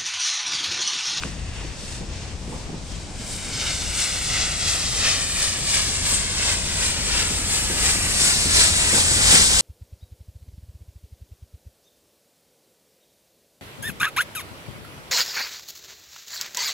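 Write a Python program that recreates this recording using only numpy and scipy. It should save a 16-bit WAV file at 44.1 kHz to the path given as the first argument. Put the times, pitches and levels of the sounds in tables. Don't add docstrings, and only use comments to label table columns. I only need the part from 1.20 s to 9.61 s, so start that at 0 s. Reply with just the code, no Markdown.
import sys
import numpy as np
from scipy import signal
from scipy.fft import rfft, irfft, next_fast_len
from scipy.io import wavfile
from scipy.ndimage import uniform_filter1d, map_coordinates

SR = 44100
rng = np.random.default_rng(int(sys.argv[2]) if len(sys.argv) > 2 else 0)


def materialize(psi):
    bounded = np.clip(np.atleast_2d(psi).T, -1, 1)
    quanta = np.round(bounded * 32767).astype(np.int16)
    wavfile.write(sys.argv[1], SR, quanta)


N = 370881
TIME = np.arange(N) / SR
FREQS = np.maximum(np.fft.rfftfreq(2 * next_fast_len(N // 2 + 2048), 1 / SR), 1)


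# (steady blow at the starting distance, unscreened [dB],
# share of the screening felt [1], level gained per metre of approach as less air absorbs it [dB/m])
JET_BANDS = [(-38, 0.69, 0.0154), (-33.5, 0.95, -0.0006), (-35.5, 1.16, 0.0688), (-49, 1.33, 0.184)]
# (time [s], level before each band's share [dB])
SCREENING = [(0, -11.5), (.3, -13), (1.1, -15.5), (1.8, -16), (2.1, -9), (2.42, -3.5), (3.15, 0.42),
             (6.2, -0.8), (7.2, 0.4)]
# (time [s], roar [dB], hiss [dB], sizzle [dB], fizz [dB])
JET_SWINGS = [(0, 1, 0.5, .7, 3), (1, 0.4, 1.9, .3, 2), (2.3, 0.14, 0.8, 1.5, 3.5), (3.0, 0.4, 2, .8, 2),
              (3.35, 0.6, 1.8, -1.2, -2), (3.75, 1.5, 2.2, 0.9, 3), (4.4, 0, -1, -0.4, .8),
              (4.9, -0.3, -0.2, 0, -1.5), (5.3, -1, -1.3, -.5, -2), (5.9, 0.1, -0.5, -1.5, -1.5),
              (6.7, -0.9, -2.2, -0.5, .8), (7.1, .3, 1.5, 0, 2), (7.8, .5, -1.1, 0.8, 0),
              (8.41, 0.5, 2, 1, 0.5)]
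# (time [s], left behind right before each band's share [ms])
BEARING = [(0, -.042), (2.3, .008), (4, .05), (5, .075), (6.7, .097), (7.1, .138), (8.41, .175)]
LAG_SHARES = (1, .92, 1.05, .8)
# (time [s], gain of the close reflection [1], share of power scattered by the forest [1])
OPENNESS = [(0, 0.34, 0.46), (1.5, 0.18, 0.82), (2.3, 0.6, 0.27), (3.5, 0.61, 0.22), (4.8, 0.9, 0.29),
            (6.3, 0.47, 0.2), (7.2, 0.66, 0.26), (8.41, 0.63, 0.2)]
# (frequency [Hz], left minus right [dB])
STEAM_BALANCE = [(140, 2.0), (210, 18), (330, 6), (500, -1), (770, 1.5), (1170, 0), (1790, 0), (2740, 2.1),
                 (4190, 1), (4900, 0), (5600, 2.5), (6500, 3), (7600, 4.1), (8100, 4.5), (8700, -2.5),
                 (9300, -5.5), (10500, -1), (15000, 1)]


def steam(flutter_db, own_flutter_db, ragged_db):
    ragged_power = from_db(2 * ragged_db * drift(45))
    swells = strokes(swell=1.05, fade=0.98, squareness=2.37) * ragged_power
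    sputter_db = flutter_db * drift(15.4)
    screening_db, = in_time(SCREENING)
    lag_ms, = in_time(BEARING)
    approach_m = SPEED_M_PER_S * TIME
    direct, forest = 0, 0
    bands = zip(JET_BANDS, in_time(JET_SWINGS), LAG_SHARES, swells, steam_bands())
    for (blow_db, screened, air_db), swing_db, lag_share, swell, shape in bands:
        way_db = screened * screening_db + swing_db + air_db * approach_m
        flicker_db = sputter_db + own_flutter_db * drift(9.2)
        level = nearness() * from_db(blow_db + way_db + flicker_db) * np.sqrt(1 + swell)
        jet = level * rms_one(colour(rng.standard_normal(N), shape))
        direct = direct + np.array([delayed(jet, lag_share * lag_ms), jet])
        forest = forest + level * scattered(shape)
    reflection, share = np.clip(in_time(OPENNESS), 0, 1)
    heard = np.sqrt(1 - share) * reflected(direct, reflection) + np.sqrt(share) * forest
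    return colour(hollowed(heard), pan(over_hz(STEAM_BALANCE)))


# (time at its height [s], strength [dB],
# brightness, taken from the roar and added to sizzle and fizz [dB], relative length [1], relative chimney bark [dB])
CHUFFS = [(.055, 2, -2.5, 0.95, -14), (.4, -5, -4, 1.1, -5), (.705, 3, 1.5, 1.26, -16),
          (1.034, -4, -.5, 1.1, -6), (1.35, -8, 7, 1.2, -1), (1.743, -3.5, 5.5, 0.85, -16),
          (2.107, -1, 1, 1.2, -20), (2.45, -1.5, -2, 0.99, -9), (2.819, 1.5, -1, 1.07, -13),
          (3.19, -2.5, -3, 0.95, -18), (3.526, .5, 0, 0.85, -7), (3.883, -1, -2.5, 1.14, -8),
          (4.228, 0.5, -0.5, 0.93, -9), (4.57, 2, 1.5, 0.95, -7), (4.913, 3.5, 0, 0.98, -5),
          (5.267, 0.5, 0, 0.97, -2), (5.646, -0.5, -3, 0.94, -16), (5.98, -1.5, -2, 0.97, -12),
          (6.35, -1.5, -0.5, 0.87, -16), (6.685, 0, 1, 0.93, -3), (7.055, -1.5, -1.7, 1, -16),
          (7.405, 2, 1.5, 0.79, -10), (7.785, -2.5, -1, 1.1, -2), (8.135, 1, 1.5, 1.03, -1)]
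# (half length at the starting distance,
# before each chuff's own length and slopes [s], then over the steady blow, before each chuff's strength
# and brightness: roar [dB], hiss [dB], sizzle [dB], fizz [dB])
CYLINDER_ENDS = [(.066, -0.5, 1.5, 3.5, 6), (.082, 5, 4.5, 2, 2)]
SMEAR = 0.23


def strokes(swell, fade, squareness):
    power = np.zeros((len(JET_BANDS), N))
    tilt = np.array([-1, 0, 1, 1])
    shortening = nearness() ** SMEAR
    for k, (s, db, bright_db, length, _) in enumerate(CHUFFS):
        half_s, *bands_db = CYLINDER_ENDS[k % 2]
        near = np.abs(TIME - s) < .5
        phase = (TIME[near] - s) / (half_s * length) * shortening[near]
        away = np.abs(phase) / np.where(phase < 0, swell, fade)
        peak_power = from_db(np.array(bands_db) + db + bright_db * tilt) ** 2
        power[:, near] += np.outer(peak_power, np.exp(-away ** squareness))
    return power


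# (frequency [Hz], relative level per Hz [dB])
STEAM_COLOUR = [(250, -20), (500, -11.5), (900, -10), (1300, -6.5), (2000, -2), (2700, -1.2), (3300, -2),
                (4100, -1.5), (5000, 0.1), (5700, -0.9), (6500, -2.05), (7600, 0), (8100, 1.2),
                (8700, -1.5), (9300, -5), (10500, -16), (12000, -23), (15500, -31)]
STEAM_EDGES = [3255, 7060, 9950]


def steam_bands():
    below = [1 / (1 + (FREQS / hz) ** 22) for hz in STEAM_EDGES]
    shares = np.maximum(np.diff(below, axis=0, prepend=0, append=1), 0)
    bass_cut = 1 + (200 / FREQS) ** 8
    return from_db(over_hz(STEAM_COLOUR)) * np.sqrt(shares / bass_cut)


START_M, SPEED_M_PER_S = 51.7, 4.5


def nearness():
    return START_M / (START_M - SPEED_M_PER_S * TIME)


# (time [s], left microphone [ms], right microphone [ms])
REFLECTION_LAGS = [(0, 1.085, 1.05), (2.4, 1.077, 1.06), (3.4, 1.065, 1.039), (5.2, 1.056, 1.028),
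                   (6.8, 1.06, 1.031), (8.41, 1.068, 1.05)]


def reflected(pair, reflection):
    lags = in_time(REFLECTION_LAGS)
    echo = np.array([delayed(x, ms * nearness()) for x, ms in zip(pair, lags)])
    return (pair + reflection * echo) / np.sqrt(1 + reflection ** 2)


# (time [s], centre of the dip [Hz], dip [dB], ridge [dB])
HOLLOW = [(6.3, 3600, 1, 0.5), (7.05, 3200, -3.5, .5), (7.45, 3070, -2.5, 4.5), (7.85, 2850, -3.5, 1),
          (8.41, 2500, -4, 1.5)]
RIDGE_ABOVE_HZ = 970


def hollowed(x):
    hz, dip_db, ridge_db = in_time(HOLLOW)
    dipped = bell(x, hz, dip_db, width_hz=340)
    return bell(dipped, hz + RIDGE_ABOVE_HZ, ridge_db, width_hz=700)


def bell(x, hz, db, width_hz):
    turn = np.exp(2j * np.pi * np.cumsum(hz) / SR)
    r = np.exp(-np.pi * width_hz / SR)
    band = 2 * np.real(turn * signal.lfilter([1 - r], [1, -r], x / turn))
    return x + (from_db(db) - 1) * band


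# (frequency [Hz], width before the gain is squared [Hz], relative level [dB])
CHIMNEY = [(500, 160, 0), (780, 220, -3), (1000, 260, -3)]


def exhaust(level_db, rise_s, fall_s, rough_db):
    envelope = np.zeros(N)
    for s, _, _, _, bark_db in CHUFFS:
        near = np.abs(TIME - s) < .5
        age = TIME[near] - s
        slope_s = np.where(age < 0, rise_s, fall_s)
        envelope[near] += from_db(bark_db) * np.exp(-(age / slope_s) ** 2)
    pipe = sum(from_db(db) * resonance(hz, width) ** 2 for hz, width, db in CHIMNEY)
    return from_db(level_db + rough_db * drift(60)) * nearness() * envelope * scattered(pipe)


# (time [s], relative thud [dB], relative clack [dB])
KNOCKS = [(.04, -23.5, -22), (.44, -33, -26.5), (.805, -23.5, -25), (1.273, -23.5, -25),
          (1.319, -36, -24.5), (1.489, -26, -26), (1.53, -22.5, -25), (1.736, -27, -34),
          (1.994, -24.5, -31), (2.376, -30, -29), (3.099, -22.5, -33), (4.409, -21.5, -32),
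          (4.922, -22, -31), (5.819, -23.5, -39), (6.101, -36, -20.5), (6.496, -27, -16.5),
          (6.745, -21.5, -29), (7.007, -22, -23), (7.253, -21, -18.5), (7.378, -25, -22.5),
          (7.728, -16, -16), (7.901, -25, -22), (7.966, -24, -22), (8.1, -22, -20), (8.133, -18, -14.5),
          (8.19, -31, -22)]
# (frequency [Hz], width before the gain is squared [Hz], relative level [dB])
BEAMS = [(130, 32, -2.5), (178, 50, -0.5)]
# (frequency [Hz], width before the gain is squared [Hz], relative level [dB])
DECK = [(215, 38, 3), (278, 84, -0.5), (368, 130, -3.5), (490, 94, -3.5), (820, 290, -12.5)]


def knocks(rise_s, thud_t60, clack_t60, level_db):
    s, thud_db, clack_db = np.transpose(KNOCKS)
    age, out = TIME[:SR // 2], 0
    for body, peaks_db, t60 in ((BEAMS, thud_db, thud_t60), (DECK, clack_db, clack_t60)):
        envelope = np.zeros(N + SR)
        for start, db in zip((s * SR).astype(int), peaks_db):
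            decay = from_db(db - 60 * age / t60)
            envelope[start:start + len(age)] += decay * (1 - np.exp(-age / rise_s))
        timber = sum(from_db(db) * resonance(hz, width) ** 2 for hz, width, db in body)
        out = out + envelope[:N] * evened(scattered(timber), window_s=0.033)
    return from_db(level_db) * out


# (time [s], strength of the click before the modes [dB])
DROP_CLICKS = [(.0235, -25), (0.0354, -14.5)]
# (frequency [Hz], level before the band filter [dB], time to fall by 60 dB [s])
DROP_MODES = [(1270, -11, 0.0087), (1520, -3.5, 0.011), (2600, 2.5, 0.0048)]


def drops(soft_hz):
    clicks, out = np.full(N, 1e-18), 0
    for s, db in DROP_CLICKS:
        clicks[int(s * SR)] = from_db(db)
    for hz, db, t60 in DROP_MODES:
        r, w = from_db(-60 / (t60 * SR)), 2 * np.pi * hz / SR
        mode = signal.lfilter([0, np.sin(w)], [1, -2 * r * np.cos(w), r * r], clicks)
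        out = out + from_db(db) * mode
    soft = signal.butter(2, [900, soft_hz], "band", fs=SR, output="sos")
    return signal.sosfilt(soft, out) * pan(3.7)


# (frequency [Hz], relative level per Hz [dB])
RUMBLE_COLOUR = [(12, -14), (21, -2), (29, -1), (36, -7.5), (48, 3), (68, -5.5), (100, -8.5), (130, -6),
                 (170, -11), (230, -13)]
# (frequency [Hz], width [Hz], relative level [dB])
BOOM = [(57.5, 6.2, 1), (83, 8.8, 3.5)]
# (frequency [Hz], left minus right [dB])
RUMBLE_BALANCE = [(30, -3), (55, 7.5), (85, 4), (160, 1.5)]
# (time [s], level before the shares below [dB])
HEAVE = [(0, -2), (.32, 3), (.48, -2.5), (.68, -4.5), (.92, 1.5), (1.35, -3), (1.55, -1), (1.85, -2.5),
         (2.38, -2.5), (2.62, 1.5), (2.9, -6), (3.15, 2.5), (3.45, -1.5), (3.65, 0.5), (4.35, -2.5),
         (4.62, -0.5), (4.8, 3), (5.15, 1.5), (5.45, 3), (6.2, 3), (6.88, 4.5), (7.08, -1), (7.3, 7.5),
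         (7.6, 6), (7.8, 4), (7.97, 7), (8.41, 4.5)]
# (frequency [Hz], relative level per Hz [dB])
ROLL_COLOUR = [(110, -10.5), (180, 0), (300, -5), (480, -7.5), (750, -9.5), (1200, -14.5), (2500, -28)]
RUMBLE_DB, RUMBLE_FOLLOWS = -36, 0.53
BOOM_DB, BOOM_FOLLOWS = -38, 1
ROLL_DB, ROLL_NEARING = -42, 0.68


def rolling(flutter_db):
    dull = 1 / (1 + (FREQS / 230) ** 8)
    rumble_gain = from_db(over_hz(RUMBLE_COLOUR)) * dull
    boom_gain = dull * np.sqrt(sum((from_db(db) * resonance(hz, width)) ** 2 for hz, width, db in BOOM))
    wheel_gain = from_db(over_hz(ROLL_COLOUR)) / (1 + (FREQS / 2500) ** 4)
    heave_db, = in_time(HEAVE)
    rumble_level = from_db(RUMBLE_DB + RUMBLE_FOLLOWS * heave_db)
    rumble = rumble_level * evened(scattered(rumble_gain), window_s=.3)
    boom_level = from_db(BOOM_DB + BOOM_FOLLOWS * heave_db)
    boom = boom_level * evened(scattered(boom_gain), window_s=.18)
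    roll_level = from_db(ROLL_DB + flutter_db * drift(8.9)) * nearness() ** ROLL_NEARING
    roll = roll_level * scattered(wheel_gain)
    return colour(rumble + boom, pan(over_hz(RUMBLE_BALANCE))) + roll * pan(1.0)


# (frequency [Hz], coherence [1])
SCATTER = [(60, 0.93), (150, 0.91), (300, 0.85), (600, 0.59), (1200, 0.3), (2500, 0.08), (5000, 0.12),
           (15000, 0.3)]


def scattered(gain):
    alike = np.clip(over_hz(SCATTER), -.98, .98)
    mid, side = colour(rng.standard_normal((2, N)), gain * np.sqrt([1 + alike, 1 - alike]))
    return rms_one(np.array([mid + side, mid - side]))


def resonance(hz, width_hz):
    return 1 / np.sqrt(1 + ((FREQS ** 2 - hz ** 2) / (FREQS * width_hz)) ** 2)


def evened(x, window_s):
    power = uniform_filter1d(np.mean(x ** 2, axis=0), int(window_s * SR))
    return x / np.sqrt(power + 1e-9)


def drift(rate_hz):
    r = np.exp(-80 * np.pi * rate_hz / SR)
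    slow = signal.lfilter([1], [1, -2 * r, r * r], rng.standard_normal(N // 40 + 2002))[2000:]
    return np.interp(np.arange(N) / 40, np.arange(len(slow)), rms_one(slow))


def delayed(x, ms):
    return map_coordinates(x, [np.arange(N) - ms * SR / 1000], order=3, mode="mirror")


def colour(x, gain):
    size = 2 * (len(FREQS) - 1)
    return irfft(rfft(x, size) * gain, size)[..., :N]


def pan(db):
    return from_db(np.array([[.5], [-.5]]) * db)


def in_time(rows):
    s, *columns = np.transpose(rows)
    return [np.interp(TIME, s, c) for c in columns]


def over_hz(points):
    hz, value = np.transpose(points)
    return np.interp(np.log(FREQS), np.log(hz), value)


def from_db(db):
    return 10 ** (np.asarray(db) / 20)


def rms_one(x):
    return x / np.sqrt(np.mean(x ** 2) + 1e-20)


def scene():
    jet = steam(flutter_db=0.45, own_flutter_db=0.94, ragged_db=1.04)
    chimney = exhaust(level_db=-44, rise_s=0.046, fall_s=0.062, rough_db=3.0)
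    timbers = knocks(rise_s=0.0035, thud_t60=0.22, clack_t60=0.19, level_db=-8.0)
    trestle = rolling(flutter_db=0.94)
    return jet + chimney + timbers + drops(soft_hz=3400) + trestle


CUTOFF_HZ = 15750


def record(dry):
    rounded = dry / (1 + (dry / .85) ** 8) ** (1 / 8)
    return colour(rounded, 1 / (1 + (FREQS / CUTOFF_HZ) ** 300))


dry = scene()
out = record(dry)
materialize(out)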